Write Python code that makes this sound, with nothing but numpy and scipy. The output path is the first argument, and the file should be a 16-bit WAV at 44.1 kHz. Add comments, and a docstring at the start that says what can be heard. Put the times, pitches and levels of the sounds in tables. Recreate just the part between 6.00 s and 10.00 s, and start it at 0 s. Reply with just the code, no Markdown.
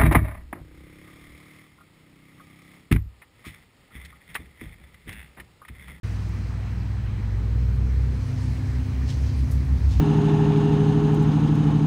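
"""Flower bed within earshot of a road.

Mono microphone outdoors, close to the leaves, which stir and brush with friction noise and tiny snaps.
Far off, one engine slowly gains speed while another pulls away and levels off; their exhaust tones
throb against each other over a wavering machine hum. Traffic rumble and tyre hiss lie underneath,
and a very faint electrical whine holds its pitch."""
import sys
import numpy as np
from scipy import signal
from scipy.io import wavfile

SR = 44100
rng = np.random.default_rng(int(sys.argv[2]) if len(sys.argv) > 2 else 0)


def to_wav(sig):
    """Store sig (one row per channel, or 1-D mono) as 16-bit WAV at the path in sys.argv[1].

    Samples outside -1..1 are clipped; the rate is SR.
    """
    pcm = np.clip(np.atleast_2d(sig), -1, 1) * 32767
    pcm = np.round(pcm).astype(np.int16)
    wavfile.write(sys.argv[1], SR, pcm.T)  # frames by channels


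N = 176400
CUTOFF_HZ = 15800


def from_db(db):
    """Decibels to gain."""
    return 10 ** (np.asarray(db) / 20)


def rms_one(x):
    """Scale to an rms of 1."""
    return x / np.sqrt(np.mean(x ** 2) + 1e-20)


def in_time(rows):
    """Rows of (t/s, values...) to one curve per value column, sample by sample."""
    times, *columns = np.transpose(rows)
    return [np.interp(np.arange(N) / SR, times, column) for column in columns]


def drift(rate_hz):
    """A smooth random wander of rms 1, mostly slower than rate_hz."""
    hop, settle = 40, 2000
    pole = np.exp(-2 * np.pi * rate_hz * hop / SR)
    white = rng.standard_normal(N // hop + settle + 2)
    slow = signal.lfilter([1], [1, -2 * pole, pole * pole], white)[settle:]
    return np.interp(np.arange(N) / hop, np.arange(len(slow)), rms_one(slow))


def banded_noise(spectrum, flicker_db, flicker_hz):
    """Third-octave bands of noise, each with its own level and flicker; rms 1 in all."""
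    hz, db = np.transpose(spectrum)
    edges = 20 * 2 ** (np.arange(31) / 3)
    white = rng.standard_normal((2, N + SR // 2))
    out = 0
    for k, (low, high) in enumerate(zip(edges, edges[1:])):
        bandpass = signal.butter(2, [low, high], "band", fs=SR, output="sos")
        band = signal.sosfilt(bandpass, white[k % 2])[-N:]
        band_db = np.interp(np.log(low * high) / 2, np.log(hz), db)
        out += band * from_db(band_db + flicker_db * drift(flicker_hz))
    return rms_one(out)


def tone(hz):
    """A sine of rms 1 that follows a pitch curve."""
    return np.sqrt(2) * np.sin(2 * np.pi * np.cumsum(hz) / SR)


def fading_partials(hz, partials, fade_db=1.5, fade_hz=2.14):
    """Overtones of a firing rate, each fading in and out on its way to the microphone."""
    return sum(tone(k * hz) * from_db(db + fade_db * drift(fade_hz)) for k, db in partials)


def climbing_engine():
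    """Exhaust tones of a distant engine, rising with its firing rate as it slowly gains speed."""
    # firing rate: t/s, f/Hz
    firing_rate = [(0, 59.3), (1.1, 62.3), (1.7, 64.2), (2.2, 65.8), (3, 68.6), (3.5, 70.3), (4, 71.9)]
    # exhaust: t/s, firing tone level/dB, octave level/dB, upper overtone level/dB
    levels = [(0, -32, -40, -59), (1.05, -30.5, -35, -64), (1.5, -49, -42, -50.5), (2.1, -42, -42, -52.5),
              (2.7, -28.5, -48, -61.5), (3.2, -25.5, -40.5, -57.5), (3.6, -24.5, -33.5, -61),
              (4, -22, -40, -69)]
    # upper overtones: multiple of the firing rate, relative level/dB
    overtones = [(3, 2), (5, -17.5), (6, -3), (7, -3.5), (8, -6.5)]
    hz, = in_time(firing_rate)
    firing, octave, upper = from_db(in_time(levels))
    return firing * tone(hz) + octave * tone(2 * hz) + upper * fading_partials(hz, overtones)


def pulling_engine():
    """A second distant engine revs up, then holds its speed and drones at four times its firing rate."""
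    # firing rate: t/s, f/Hz
    firing_rate = [(0, 40), (.8, 45), (1.25, 54), (1.6, 61), (1.95, 63.5), (2.5, 63.8), (3.2, 64.2),
                   (4, 64.3)]
    # exhaust: t/s, firing tone level/dB, overtone level/dB, drone level/dB
    levels = [(0, -52, -65, -42), (.85, -50, -54, -48), (1.25, -27.5, -41.5, -46.5),
              (1.6, -22.5, -28.5, -50.5), (2.0, -20.5, -31, -56), (2.28, -33, -34.5, -39),
              (2.8, -30.5, -30.5, -39.5), (3.2, -28, -32, -40.5), (3.7, -23.5, -31, -39),
              (4, -19, -35.5, -44.5)]
    # overtones: multiple of the firing rate, relative level/dB
    overtones = [(1.5, -5.5), (2, -0.5), (2.5, -25), (3.5, -22.5), (5, -30.5)]
    hz, = in_time(firing_rate)
    firing, upper, drone = from_db(in_time(levels))
    return firing * tone(hz) + upper * fading_partials(hz, overtones) + drone * tone(4 * hz)


def machine_hum():
    """A low machine hum behind the engines, wavering in pitch and level."""
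    # course of the hum: t/s, f/Hz, level/dB
    course = [(0, 99.5, -31), (.4, 99.8, -33.5), (1.15, 102, -30.5), (1.55, 100.4, -29),
              (1.95, 99.44, -32.5), (2.5, 100.8, -29), (2.9, 100.6, -36), (3.3, 101, -30.5),
              (3.7, 100.2, -36), (4, 95.96, -24)]
    # its partials: multiple of the pitch, relative level/dB
    partials = [(.8, -10), (1, 1.5), (1.8, -20.5), (3, -35.5)]
    hz, level_db = in_time(course)
    return from_db(level_db) * sum(from_db(db) * tone(k * hz) for k, db in partials)


def road():
    """Rumble and tyre hiss of traffic on the far road."""
    # rumble spectrum: f/Hz, relative level/dB
    rumble_spectrum = [(20, -52), (35, -16), (55, 4.5), (80, 1), (115, 3.5), (150, -2.5), (190, -1.5),
                       (240, -6), (300, -10.5), (420, -19.5), (600, -26), (1200, -52)]
    # swell of the rumble: t/s, level/dB
    rumble_level = [(0, -36), (.9, -36.5), (1.5, -35), (2.7, -33), (3.2, -33), (4, -32.5)]
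    # tyre hiss spectrum: f/Hz, relative level/dB
    hiss_spectrum = [(150, -11), (450, -6), (680, 0), (850, 2), (1100, 0.5), (1500, -2.5), (2000, 0),
                     (3100, -11), (5000, -14), (7500, -24), (12000, -48), (16000, -42)]
    # swell of the hiss: t/s, level/dB
    hiss_level = [(0, -48.5), (.55, -48.5), (1.6, -49.5), (3.2, -48.5), (3.7, -50), (4, -48)]
    rumble = banded_noise(rumble_spectrum, flicker_db=1.07, flicker_hz=3.5)
    hiss = banded_noise(hiss_spectrum, flicker_db=1.38, flicker_hz=7.1)
    return from_db(in_time(rumble_level)[0]) * rumble + from_db(in_time(hiss_level)[0]) * hiss


def stirring_leaves():
    """Foliage stirs softly close to the microphone."""
    # foliage spectrum: f/Hz, relative level/dB
    spectrum = [(1000, -46), (2200, 5), (3500, -0.5), (5100, 7.5), (7000, -2.5), (9000, -4.5), (12000, -13),
                (16000, -26)]
    # swell of the stirring: t/s, level/dB
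    level = [(0, -55.5), (.55, -63.5), (1, -67.5), (1.8, -66.5), (2.15, -60), (2.3, -56), (2.45, -54),
             (2.6, -57), (3, -60), (3.27, -52.5), (3.45, -56), (3.75, -58), (4, -55.5)]
    return from_db(in_time(level)[0]) * banded_noise(spectrum, flicker_db=1.85, flicker_hz=11)


def electrical_whine():
    """Thin, very faint electrical tones, steady in pitch."""
    # tones of the whine: f/Hz, level/dB
    tones = [(4120, -64.5), (7920, -78.5), (8000, -82), (8080, -73)]
    # their common swell: t/s, gain/dB
    swell = [(0, -6), (1.4, -4.5), (2.8, -2), (4, -6.5)]
    return from_db(in_time(swell)[0]) * sum(from_db(db) * tone(np.full(N, hz)) for hz, db in tones)


def brushing_leaves(width_octaves=1.4, snaps_per_s=2000):
    """Nearby leaves brush in short bursts of friction noise and tiny snaps, in equal parts."""
    # brushes: peak t/s, level/dB, rise time constant/s, decay time constant/s, centre f/Hz
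    brushes = [(.29, -62, 0.0035, .008, 14500), (1.755, -63, 0.0092, .015, 8500),
               (3.101, -42.5, 0.02, 0.034, 3740), (3.515, -49, .007, 0.027, 8200),
               (3.92, -46.5, 0.021, .05, 3542)]
    t = np.arange(N) / SR
    edge_ratio = 2 ** (width_octaves / 2)
    out = 0
    for peak_s, db, rise, decay, hz in brushes:
        snaps = rms_one((rng.random(N) < snaps_per_s / SR) * rng.standard_normal(N))
        friction = rng.standard_normal(N)
        edges = [hz / edge_ratio, min(hz * edge_ratio, CUTOFF_HZ + 2000)]
        bandpass = signal.butter(2, edges, "band", fs=SR, output="sos")
        brush = rms_one(signal.sosfilt(bandpass, friction + snaps))
        falloff = np.maximum((peak_s - t) / rise, (t - peak_s) / decay)
        out += from_db(db) * brush * np.exp(-np.minimum(falloff, 20))
    return out


def scene():
    """Everything as heard from one spot at the flower bed, in mono."""
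    background = climbing_engine() + pulling_engine() + machine_hum() + road()
    return (background + stirring_leaves() + electrical_whine() + brushing_leaves())[None]


def record(dry, start_s=0.031, fade_in_s=0.003):
    """The microphone channel opens after a moment; the top treble is cut steeply."""
    opening = np.clip((np.arange(N) / SR - start_s) / fade_in_s, 0, 1)
    lowpass = signal.ellip(12, .2, 70, CUTOFF_HZ, fs=SR, output="sos")
    return signal.sosfilt(lowpass, dry * opening)


dry = scene()
out = record(dry)
to_wav(out)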